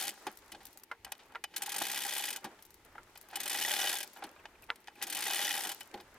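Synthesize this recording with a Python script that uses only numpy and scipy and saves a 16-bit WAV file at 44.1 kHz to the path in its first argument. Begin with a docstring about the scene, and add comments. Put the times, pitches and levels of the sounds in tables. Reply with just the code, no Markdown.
"""A hand chain is hauled through a hoist outdoors in pulls: the pawl clicks over ratchet teeth, links rattle the steel housing.
Wheel speed times the clicks and the seating links; shaped noise drives the damped modes of the steel.
The housing also clanks, a loaded strap snaps on a wooden post as decaying sines, and loose links tick as noise bursts.
A far bird gives falling whistles; rustle, fizz, outdoor air and wind are filtered noise.
"""
import sys
import numpy as np
from scipy import signal
from scipy.fft import rfft, irfft, next_fast_len
from scipy.io import wavfile
from scipy.ndimage import uniform_filter1d

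SR = 44100
rng = np.random.default_rng(int(sys.argv[2]) if len(sys.argv) > 2 else 0)


def unload_wav(signal):
    """Save mono or channel-first audio to the path in sys.argv[1] as 16-bit WAV at rate SR, clipped to [-1, 1]."""
    wavfile.write(
        sys.argv[1],
        SR,
        np.round(np.clip(np.atleast_2d(signal).T, -1, 1) * 32767).astype(np.int16),
    )


def how_loud(loudness_db):
    """Turn decibels into a plain amplitude multiplier (0 dB gives 1, 20 dB gives 10)."""
    steps = np.asarray(loudness_db, float) / 20
    return 10 ** steps


N = 272538
SIZE = next_fast_len(N + SR // 4)
HZ = np.fft.rfftfreq(SIZE, 1 / SR)
TIME = np.arange(N) / SR
BLOW_TIME = np.arange(SR // 8) / SR
CRUISE_PER_S = 70  # reference wheel speed, teeth per s
# Levels and decays in the tables are relative: the functions that play them weight them further.


def evened(x):
    """Normalization: scales a signal to rms 1."""
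    return x / np.sqrt(np.mean(x ** 2) + 1e-20)


def read(points):
    """Spectral interpolation: a table read at every bin on a log-frequency axis."""
    hz, value = np.transpose(points)
    return np.interp(np.log(HZ + 1), np.log(hz + 1), value)


def shaped(x, gain):
    """Linear filtering: multiplies the spectrum by a gain per bin."""
    return irfft(rfft(x, SIZE) * gain, SIZE)[..., :N]


def band(lo_hz, hi_hz):
    """Band-pass response with soft edges."""
    return 1 / np.sqrt((1 + (lo_hz / (HZ + 1)) ** 6) * (1 + (HZ / hi_hz) ** 6))


def noise(gain):
    """Incoherence: two unrelated filtered noises of rms 1."""
    return evened(shaped(rng.standard_normal((2, N)), gain))


def curve(rows):
    """Amplitude envelopes: each dB column as a gain in time, silent outside the rows."""
    s, *columns = np.transpose(rows)
    return how_loud(np.array([np.interp(TIME, s, c, left=-200, right=-200) for c in columns]))


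def add(mix, s, sound):
    """Superposition: mixes a sound in at time s, in place."""
    part = mix[..., max(round(s * SR), 0):][..., :sound.shape[-1]]
    part += sound[..., :part.shape[-1]]


def burst(rise, t60):
    """Exponential decay: the envelope of a blow with a short rise and a fall of 60 dB in t60 s."""
    attack = 1 - np.exp(-BLOW_TIME / max(rise, 1e-4))
    return attack * how_loud(-60 * BLOW_TIME / max(t60, .001))


def grains(per_s, spread_db, t60):
    """Shot noise: the rms 1 envelope of many small impacts at random times."""
    sizes = how_loud(spread_db * np.minimum(rng.exponential(1, N), 4))
    hits = (rng.random(N) < per_s / SR) * sizes
    return evened(signal.oaconvolve(hits, burst(0.0027, t60))[:N])


# Near sounds: (frequency [Hz], left-right likeness [0-1])
LIKENESS_NEAR = [(60, 1), (800, 1), (1500, .97), (3100, .88), (6000, .62), (9000, .72), (15000, .62)]
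# Spread sounds: (frequency [Hz], left-right likeness [0-1])
LIKENESS_SPREAD = [(60, 0.95), (180, 1.0), (550, 0.99), (1650, 0.59), (4970, 0.084), (15000, 0.066)]
# Level of the left port over the right: (frequency [Hz], level difference [dB])
LEFT_OVER_RIGHT = [(60, 0), (1200, 0), (2000, .5), (3300, 1.5), (5500, 2), (9000, 5), (15000, 1)]
# Phase by which the left port leads for near sounds: (frequency [Hz], phase [rad])
LEFT_LEAD = [(400, 0), (1200, 0), (2500, 0.36), (3960, 0.48), (5170, 1.1), (6030, 0.96), (8440, 1.5),
             (9560, 0.95), (13900, .56), (16200, 3.6)]


def ports(pair, likeness, phase=0., left_db=0.):
    """Partial coherence: two close microphone ports share one part, and the right adds its own."""
    c = np.clip(read(likeness), 0, 1)
    shared, own = rfft(pair, SIZE)
    tilt = how_loud(left_db / 2)
    left = shared * tilt * np.exp(1j * phase)
    right = (c * shared + np.sqrt(1 - c ** 2) * own) / tilt
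    return irfft(np.array([left, right]), SIZE)[:, :N]


def passing(rows, teeth):
    """Kinematics: integrates wheel speed to find the times at which given numbers of teeth have passed."""
    s, per_s = np.transpose(rows)
    t = np.arange(s[0], s[-1] + .003, 1 / SR)
    turned = np.cumsum(np.interp(t, s, per_s)) / SR
    return np.interp(teeth[teeth < turned[-1]], turned, t)


# Wheel speed, one list a pull from its first click to its last: (time [s], speed [teeth/s])
SPEED = [
    [(0, 88), (.055, 62), (.091, 42.5)],
    [(1.563, 13), (1.659, 27.4), (1.771, 51.7), (1.899, 66.5), (2.042, 66.9), (2.186, 71.3), (2.282, 60.1),
     (2.362, 21.9)],
    [(3.357, 15), (3.438, 39.1), (3.532, 65.8), (3.64, 84.4), (3.761, 97.5), (3.882, 95.8), (3.963, 68.9),
     (4.03, 32.5)],
    [(5.024, 17), (5.107, 37.2), (5.204, 57.4), (5.315, 80.3), (5.44, 92.9), (5.565, 78.2), (5.649, 59.7),
     (5.718, 33.7)],
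]


def pawl():
    """Repeated impact: a click and a weaker bounce per tooth; a slow pawl slides longer before it settles."""
    tire_db_per_s = 5.5  # the pawl strikes softer as the arm runs out of reach
    clicks = np.zeros(N)
    for rows in SPEED:
        times = passing(rows, np.arange(60)) - .001
        luck = rng.standard_normal((len(times), 3))
        for at, gap, (size, late, soft) in zip(times, np.gradient(times), luck):
            at = at + .0003 * late
            db = 1.6 * size - tire_db_per_s * (at - rows[-1][0])
            click = burst(.06 * gap * np.exp(.3 * soft), .016 + .55 * gap)
            add(clicks, at, how_loud(db) * click)
            bounce = how_loud(db - 11 + 3 * late) * burst(.0008, .02)
            add(clicks, at + .3 * gap + .0006 * soft, bounce)
    return clicks


# One row a pull: (turn before the first link seats [teeth], effort [dB], link blow [dB])
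PULLS = [(0.89, -0.5, -10), (0.71, -1.5, -3.5), (.56, -1, -1.5), (.33, 0, -2)]
# Pawl click, chain grind, housing hum, frame rumble: (level at cruising speed [dB],
# gain per doubling of speed [dB], take-up before a pull [dB/s], fade after it [dB/s])
LAYERS = [(-44, -1.5, 12.5, 124), (-43, 6, 161, 395), (-49, 1.5, 204, 289), (-50.5, 1.5, 256, 242)]


def hauling():
    """Speed-dependent excitation: layer gains follow the wheel, swell as slack is taken up, fade when it stops."""
    db, per_doubling, take_up, fade = np.transpose(LAYERS)[..., None]
    gains = 0
    for rows, (_, effort_db, _) in zip(SPEED, PULLS):
        s, per_s = np.transpose(rows)
        doublings = np.log2(np.interp(TIME, s, per_s) / CRUISE_PER_S)
        early = np.maximum(s[0] - TIME, 0)
        late = np.maximum(TIME - s[-1], 0)
        gains = gains + how_loud(db + effort_db + per_doubling * doublings - take_up * early - fade * late)
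    return gains


# Housing and wheel modes:
# (frequency [Hz], bandwidth [Hz], level when shaken [dB], level when a link seats [dB])
MODES = [(213, 20, -4.5, -32), (365, 49, -9, -16.5), (476, 23, -16.5, -21), (603.4, 20, -3.5, -16),
         (808.6, 77, 6, -3.5), (1426, 22, -11, -28), (1635, 63, -2, -16.5), (1926, 64, -4, 2),
         (2320, 25, -5, -40), (2497, 52, 4, -42), (2990, 29, 6.5, -5), (3004, 20, -28, -9),
         (3200, 220, -5, -33), (3396, 71, -5, 2), (3680, 66, -0.5, -6), (4246, 190, -7, -23),
         (4930, 36, 0, -8), (5290, 29, -7, -9.5), (5894, 44, -6, -6), (6640, 40, -4, -11),
         (8540, 100, -0.5, -15), (10870, 590, -9.5, -24)]
# Direct sound of steel on steel: (frequency [Hz], level [dB])
CRACK = [(35, -61), (60, -45), (256, -8.5), (315, 0.5), (500, -8.5), (680, -22), (803, -8.5), (1170, -9),
         (1620, -0.5), (2970, -2), (5590, -6.5), (11000, -11.5), (15200, -10), (16000, -81)]


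def housing(envelopes):
    """Modal resonance: noise, one envelope a band, drives a direct crack and modes of wandering strength."""
    edges = [0, 650, 1300, 6000, SR]  # Hz
    crack = how_loud(read(CRACK) - 6.0)
    ring = sum(how_loud(db) ** 2 / (1 + (2 * (HZ - hz) / width) ** 2) for hz, width, db, _ in MODES)
    drive = np.zeros((2, N))
    for env, lo, hi in zip(envelopes, edges, edges[1:]):
        passed = band(lo, hi)
        response = np.sqrt(np.mean(passed ** 2 * (crack ** 2 + ring)))
        drive += shaped(env * rng.standard_normal((2, N)), passed / response)
    out = shaped(drive, crack)
    for hz, width, db, _ in MODES:
        pole = np.exp((2j * np.pi * hz - np.pi * width) / SR)
        wander_db = 1.9 * np.interp(TIME, np.arange(400) * 0.014, rng.standard_normal(400))
        struck = drive * how_loud(wander_db - 6.0)
        out += 2 * how_loud(db) * signal.lfilter([1 - abs(pole)], [1, -pole], struck).real
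    return out


def hoist():
    """Common resonator: pulls and single blows all shake the same housing."""
    click, grind, hum, rumble = hauling()
    clicks, seated = pawl(), seats()
    # from the lowest band to the highest
    envelopes = np.array([
        rumble * (0.23 * grains(42, 0.9, 0.1) + 0.5),
        hum * (0.61 * clicks + 1.0 * grains(57.7, 0.3, 0.051) + 0.41),
        1.91 * click * clicks + grind * (0.42 * grains(260, 0.43, 0.037) + 0.35),
        3.09 * click * clicks + grind * (0.13 * grains(200, 4.2, 0.0088) + 0.24)])
    seat_knocks(envelopes, seated)
    clanks(envelopes)
    thuds(envelopes)
    return housing(envelopes) + wheel(seated)


# Spectrum of the outdoor air: (frequency [Hz], level [dB])
AIR = [(12, -34), (20, -63), (116, -6), (377, 6), (642, -15.5), (897, 5.5), (1150, -30), (1960, -2),
       (7950, -19), (14300, -16), (16000, -26)]


def air():
    """Stationary noise: steady outdoor air with a fixed spectrum."""
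    return ports(how_loud(-68) * noise(how_loud(read(AIR))), LIKENESS_SPREAD, left_db=read(LEFT_OVER_RIGHT))


# Wind: (time [s], level [dB])
WIND = [(0, -89), (.5, -70.5), (.96, -83), (1.04, -64), (1.07, -69), (1.17, -86), (1.31, -71), (1.7, -89),
        (2.5, -79), (2.96, -69), (3.35, -77), (4.1, -83), (4.68, -67), (4.78, -82), (4.94, -75), (5.6, -86),
        (6.18, -65.5)]


def wind():
    """Amplitude modulation: low noise, alike at both ports, swells in random lumps."""
    lumps_db = 0.5 * np.interp(TIME, np.arange(200) * .08, rng.standard_normal(200))
    return curve(WIND) * how_loud(lumps_db) * noise(band(16, 117))[0]


# Slack chain swinging back against the wheel: (time [s], level [dB], extra ring of the rim [dB])
SWINGS = [(1.1184, -32, -9), (5.8094, -36, 12)]


def seats():
    """Impact energy: links drop into the wheel at even turns, harder at speed; rows like SWINGS."""
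    teeth_per_link = 2.59
    rows = []
    for speed, (first, _, blow_db) in zip(SPEED, PULLS):
        times = passing(speed, first + teeth_per_link * np.arange(24))
        size, rim, late = rng.standard_normal((len(times), 3)).T
        doublings = np.log2(np.interp(times, *np.transpose(speed)) / CRUISE_PER_S)
        db = -23 + blow_db + 10.5 * doublings + 1.5 * size
        rows += zip(times + .001 * late, db, 2.5 * rim)
    return rows + SWINGS


def seat_knocks(envelopes, seated):
    """Forced vibration: each wheel blow also shakes two middle bands of the housing."""
    for s, db, _ in seated:
        add(envelopes[2], s, how_loud(db - 13) * burst(.00075, .015))
        add(envelopes[1], s, how_loud(db - 22.5) * burst(0.0032, 0.074))


def wheel(seated):
    """Free vibration: each link or swinging-chain blow lets the modes ring out as decaying sines."""
    out, t = np.zeros((2, N)), BLOW_TIME
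    hz, width, _, seat_db = np.transpose(MODES)[..., None]
    rim = abs(hz / 3000 - 1) < .04  # modes near 3000 Hz take the extra rim level
    for s, db, rim_db in seated:
        size, turn, other = rng.standard_normal((len(MODES), 3)).T[..., None]
        gain = how_loud(db - 13.5 + seat_db + rim * rim_db + 3.3 * size)
        rings = gain * np.exp(-np.pi * width * t) * np.minimum(t / .0015, 1)
        pair = [(rings * np.sin(2 * np.pi * hz * t + 4 * p)).sum(0) for p in (turn, other)]
        add(out, s, np.array(pair))
    return out


# Blows on the housing: (time [s], level [dB], hum level [dB], treble level [dB], decay [s])
CLANKS = [(0.0795, -20.5, -52, -22, 0.022), (0.1744, -67, -50, -66, 0.044),
          (0.2669, -28.5, -35.5, -41, 0.07), (0.519, -33, -69, -40, 0.066),
          (0.5474, -40, -49.5, -75, 0.048), (0.605, -49, -59, -67, 0.23),
          (1.0468, -30, -46.5, -33.5, 0.035), (1.0634, -57, -49.5, -69, 0.15),
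          (1.1201, -25.5, -40.5, -26, 0.035), (1.151, -38.5, -60, -56, 0.02), (1.19, -48, -63, -74, 0.24),
          (1.3209, -46, -55, -56, .026), (1.349, -37, -37, -77, 0.023), (1.4394, -19.5, -36, -28, 0.031),
          (1.5394, -35, -57, -77, 0.027), (1.5933, -54, -76, -56, 0.0092), (1.8158, -28, -27, -41, 0.018),
          (2.4426, -32, -38, -41.5, 0.1), (2.589, -46, -66, -72, 0.051), (2.9512, -63, -49, -68, 0.075),
          (3.156, -39, -54.5, -68, 0.05), (3.302, -45, -68, -72, 0.072), (3.329, -47, -50, -72, 0.18),
          (4.162, -44, -48.5, -66, 0.095), (4.2229, -40, -36, -69, 0.061), (4.238, -32, -51, -43, 0.071),
          (4.362, -52, -47, -79, 0.028), (4.4543, -31.5, -37.5, -69, 0.025),
          (4.7575, -43.5, -82, -45, 0.039), (4.8724, -31.5, -61, -49, 0.032),
          (4.8817, -35.5, -41, -73, 0.024), (5.015, -25, -64, -76, 0.03), (5.8064, -34.5, -78, -38.5, 0.06),
          (5.941, -30, -37.5, -48, 0.036), (5.974, -46, -51, -76, 0.088), (6, -39.5, -55, -66, .054)]


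def clanks(envelopes):
    """Impulsive excitation: blows drive the three upper bands, each with its own rise and decay."""
    for s, db, hum_db, treble_db, t60 in CLANKS:
        first = 1 + 0.4 * burst(.0001, 0.0056)  # the first contact is the hardest
        decays = [burst(0.00049, 1.12 * t60), first * burst(0.0011, t60), first * burst(0.0016, 0.5 * t60)]
        add(envelopes[1:], s, how_loud([[hum_db + 4.0], [db - 9.5], [treble_db + 0.5]]) * decays)


# Cloth, soil and slack chain: (time [s], rustle level [dB], fizz level [dB])
RUSTLE = [(.08, -76, -60), (.274, -54, -65), (.35, -65.5, -70.5), (.5, -63.5, -70.5), (.722, -66.5, -69),
          (.87, -73, -86), (1.244, -67.5, -74.5), (1.362, -61, -84), (1.54, -89, -104), (2.36, -93, -59),
          (2.43, -56.5, -70), (2.694, -70.5, -74), (2.96, -61.5, -76.5), (3.212, -65, -70),
          (3.36, -66, -85), (4.05, -69.5, -61), (4.216, -54, -70), (4.372, -61, -74.5), (4.95, -69.5, -80),
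          (5.72, -62.5, -56), (5.938, -62, -73.5), (6.18, -61, -71.5)]


def rustling():
    """Granular friction: a low rustle and a bright fizz close by, broken into random grains."""
    rustle, fizz = curve(RUSTLE)
    near = rustle * noise(band(250, 1800)) * (.6 + .45 * grains(80, 3., .08))
    near += fizz * noise(band(2350, 8300)) * (1.16 + .5 * grains(110, 12.0, 0.0052))
    return ports(near, LIKENESS_SPREAD, left_db=read(LEFT_OVER_RIGHT))


# Loose links touching: (time [s], level [dB], decay [s])
TICKS = [(0.139, -47, 0.012), (0.1775, -54, 0.0089), (0.2254, -50, 0.01), (0.3257, -44, 0.0098),
         (0.3546, -50, 0.012), (0.3723, -39.5, 0.016), (0.3884, -45, 0.012), (0.4803, -48, 0.0087),
         (0.631, -48, 0.012), (0.6536, -33.5, 0.013), (0.669, -40.5, 0.021), (0.7055, -54, 0.019),
         (0.7297, -43, 0.01), (0.774, -35, 0.012), (0.7976, -46, 0.012), (0.835, -37.5, 0.018),
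         (2.6245, -38.5, 0.013), (2.6517, -41, 0.012), (2.7056, -43.5, 0.011), (2.7423, -43, 0.012),
         (2.8493, -43, 0.0092), (3.175, -38.5, 0.022), (3.2126, -40, 0.015), (3.2272, -47, 0.012),
         (3.287, -43, 0.012), (3.3119, -43, 0.011), (4.0696, -49, 0.012), (4.133, -42, 0.014),
         (4.1716, -44, 0.015), (4.267, -47, 0.012), (4.623, -42.5, 0.01), (4.6404, -44, 0.012),
         (4.804, -50, 0.009), (4.9551, -50, 0.012), (5.8576, -50, 0.012), (6.0082, -45, 0.012)]
# Spectrum of a tick: (frequency [Hz], level [dB])
TICK_SPECTRUM = [(590, -36), (1000, -2), (3150, -9.5), (3930, -2), (7980, -2.5), (14900, 4), (16000, -8)]


def links():
    """Bouncing contact: bright ticks with ever softer bounces, and many fainter ones that follow the fizz."""
    contact_s = 0.0018  # decay of a sharp touch
    touch = burst(.0001, contact_s)
    env = how_loud(-3) * curve(RUSTLE)[1] * grains(100, 5., contact_s)
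    gaps = rng.uniform(0.38, 1.56, (len(TICKS), 4))
    for (s, db, t60), late in zip(TICKS, gaps):
        add(env, s, how_loud(db - 6) * (burst(0.00041, t60) + how_loud(3) * touch))
        for k, gap in enumerate(np.cumsum(late), 1):
            add(env, s + .0035 * gap, how_loud(db - 2.5 * k) * touch)
    return ports(noise(how_loud(read(TICK_SPECTRUM))) * env, LIKENESS_NEAR, read(LEFT_LEAD), left_db=4)


# Jolts through the frame: (time [s], level [dB], decay [s])
THUDS = [(0.2667, -33, 0.088), (0.521, -49, 0.37), (.7544, -49, 0.06), (1.0474, -48, 0.073),
         (1.8154, -21.5, 0.026), (2.4424, -38, 0.17), (2.9512, -52, 0.13), (4.2376, -41, 0.12),
         (4.438, -53.5, 0.056), (5.937, -34, 0.12), (5.99, -48.5, 0.17)]


def thuds(envelopes):
    """Structure-borne shock: jolts drive the lowest band of the housing."""
    for s, db, t60 in THUDS:
        add(envelopes[0], s, how_loud(db) * burst(0.0066, t60))


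# Strap slipping on the post: (time [s], level [dB], ring against snap [dB])
SNAPS = [(.914, -33, -1), (1.3554, -30, -7.5), (2.9805, -47.5, 3), (4.7025, -13.5, -20)]
# Modes of the post, detuned a little at each snap: (frequency [Hz], level [dB], decay by 60 dB [s])
POST = [(465, -18.5, 0.15), (957, -13.5, 0.1), (1386, 2, 0.052), (1534, 4, 0.0094), (2040, -1, 0.043),
        (1940, -22.5, 0.068), (2090, -8, 0.03), (4010, -45, 0.017)]


def strap():
    """Stick-slip: a creak, a sharp snap of one and a half swings, then post modes over a rough, duller tail."""
    out, t = np.zeros((2, N)), BLOW_TIME
    u = t - .0007
    pulse = np.cos(2 * np.pi * 2500 * u + .5) * np.exp(-(u / .00019) ** 2)
    snap = pulse * np.array([[1], [.3]])  # part shared by both ports, part of the right port alone
    creak, clack = noise(band(840, 1400)), noise(band(790, 1680))
    for s, db, ring_db in SNAPS:
        ring = 0
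        for (hz, level_db, t60), (a, b) in zip(POST, rng.random((len(POST), 2))):
            swing = np.sin(2 * np.pi * (hz * (.985 + .03 * a) * t + b))
            ring = ring + how_loud(level_db - 60 * t / t60) * swing
        rough = 1 + 2.0 * uniform_filter1d(rng.standard_normal((2, len(t))), 30)
        start = round(s * SR)
        tail = clack[:, start:][:, :len(t)] * (.7 * burst(.0005, .04) + .2 * burst(.004, .12))
        body = ring * rough * np.minimum(t / 0.00086, 1) + tail
        add(out, s, how_loud(db) * (snap + how_loud(ring_db) * body))
        # the strap creaks before it lets go
        add(out, s - .016, how_loud(db - 31.0) * creak[:, start:][:, :700] * np.hanning(700))
    return shaped(out, band(330, 15000))


# Chirps of the bird: (time [s], level [dB])
CHIRPS = [(4.384, -57.5), (4.543, -58), (4.623, -54), (4.787, -70), (4.947, -56.5)]


def bird():
    """Frequency modulation: short falling whistles from far off, made slightly hoarse by a noisy level."""
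    out = np.zeros(N)
    count = round(0.0254 * SR)
    pitch = np.linspace(3000, 2050, count)  # Hz
    call = np.sin(2 * np.pi * np.cumsum(pitch) / SR) * np.hanning(count)
    for s, db in CHIRPS:
        add(out, s, how_loud(db) * call)
    return out * (.8 + 2.5 * uniform_filter1d(rng.standard_normal(N), 40))


def scene():
    """Superposition: hoist, post and links close to the ports, the bird far, the rest spread around."""
    near = ports(hoist() + strap(), LIKENESS_NEAR, read(LEFT_LEAD), left_db=read(LEFT_OVER_RIGHT))
    return near + air() + wind() + rustling() + links() + bird()


def low_pass(x):
    """Removes everything above the highest recorded frequency."""
    return signal.sosfilt(signal.butter(12, 16660, fs=SR, output="sos"), x)


def record(dry):
    """Signal chain: the finished mix passes through one last stage."""
    return low_pass(dry)


dry = scene()
out = record(dry)
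unload_wav(out)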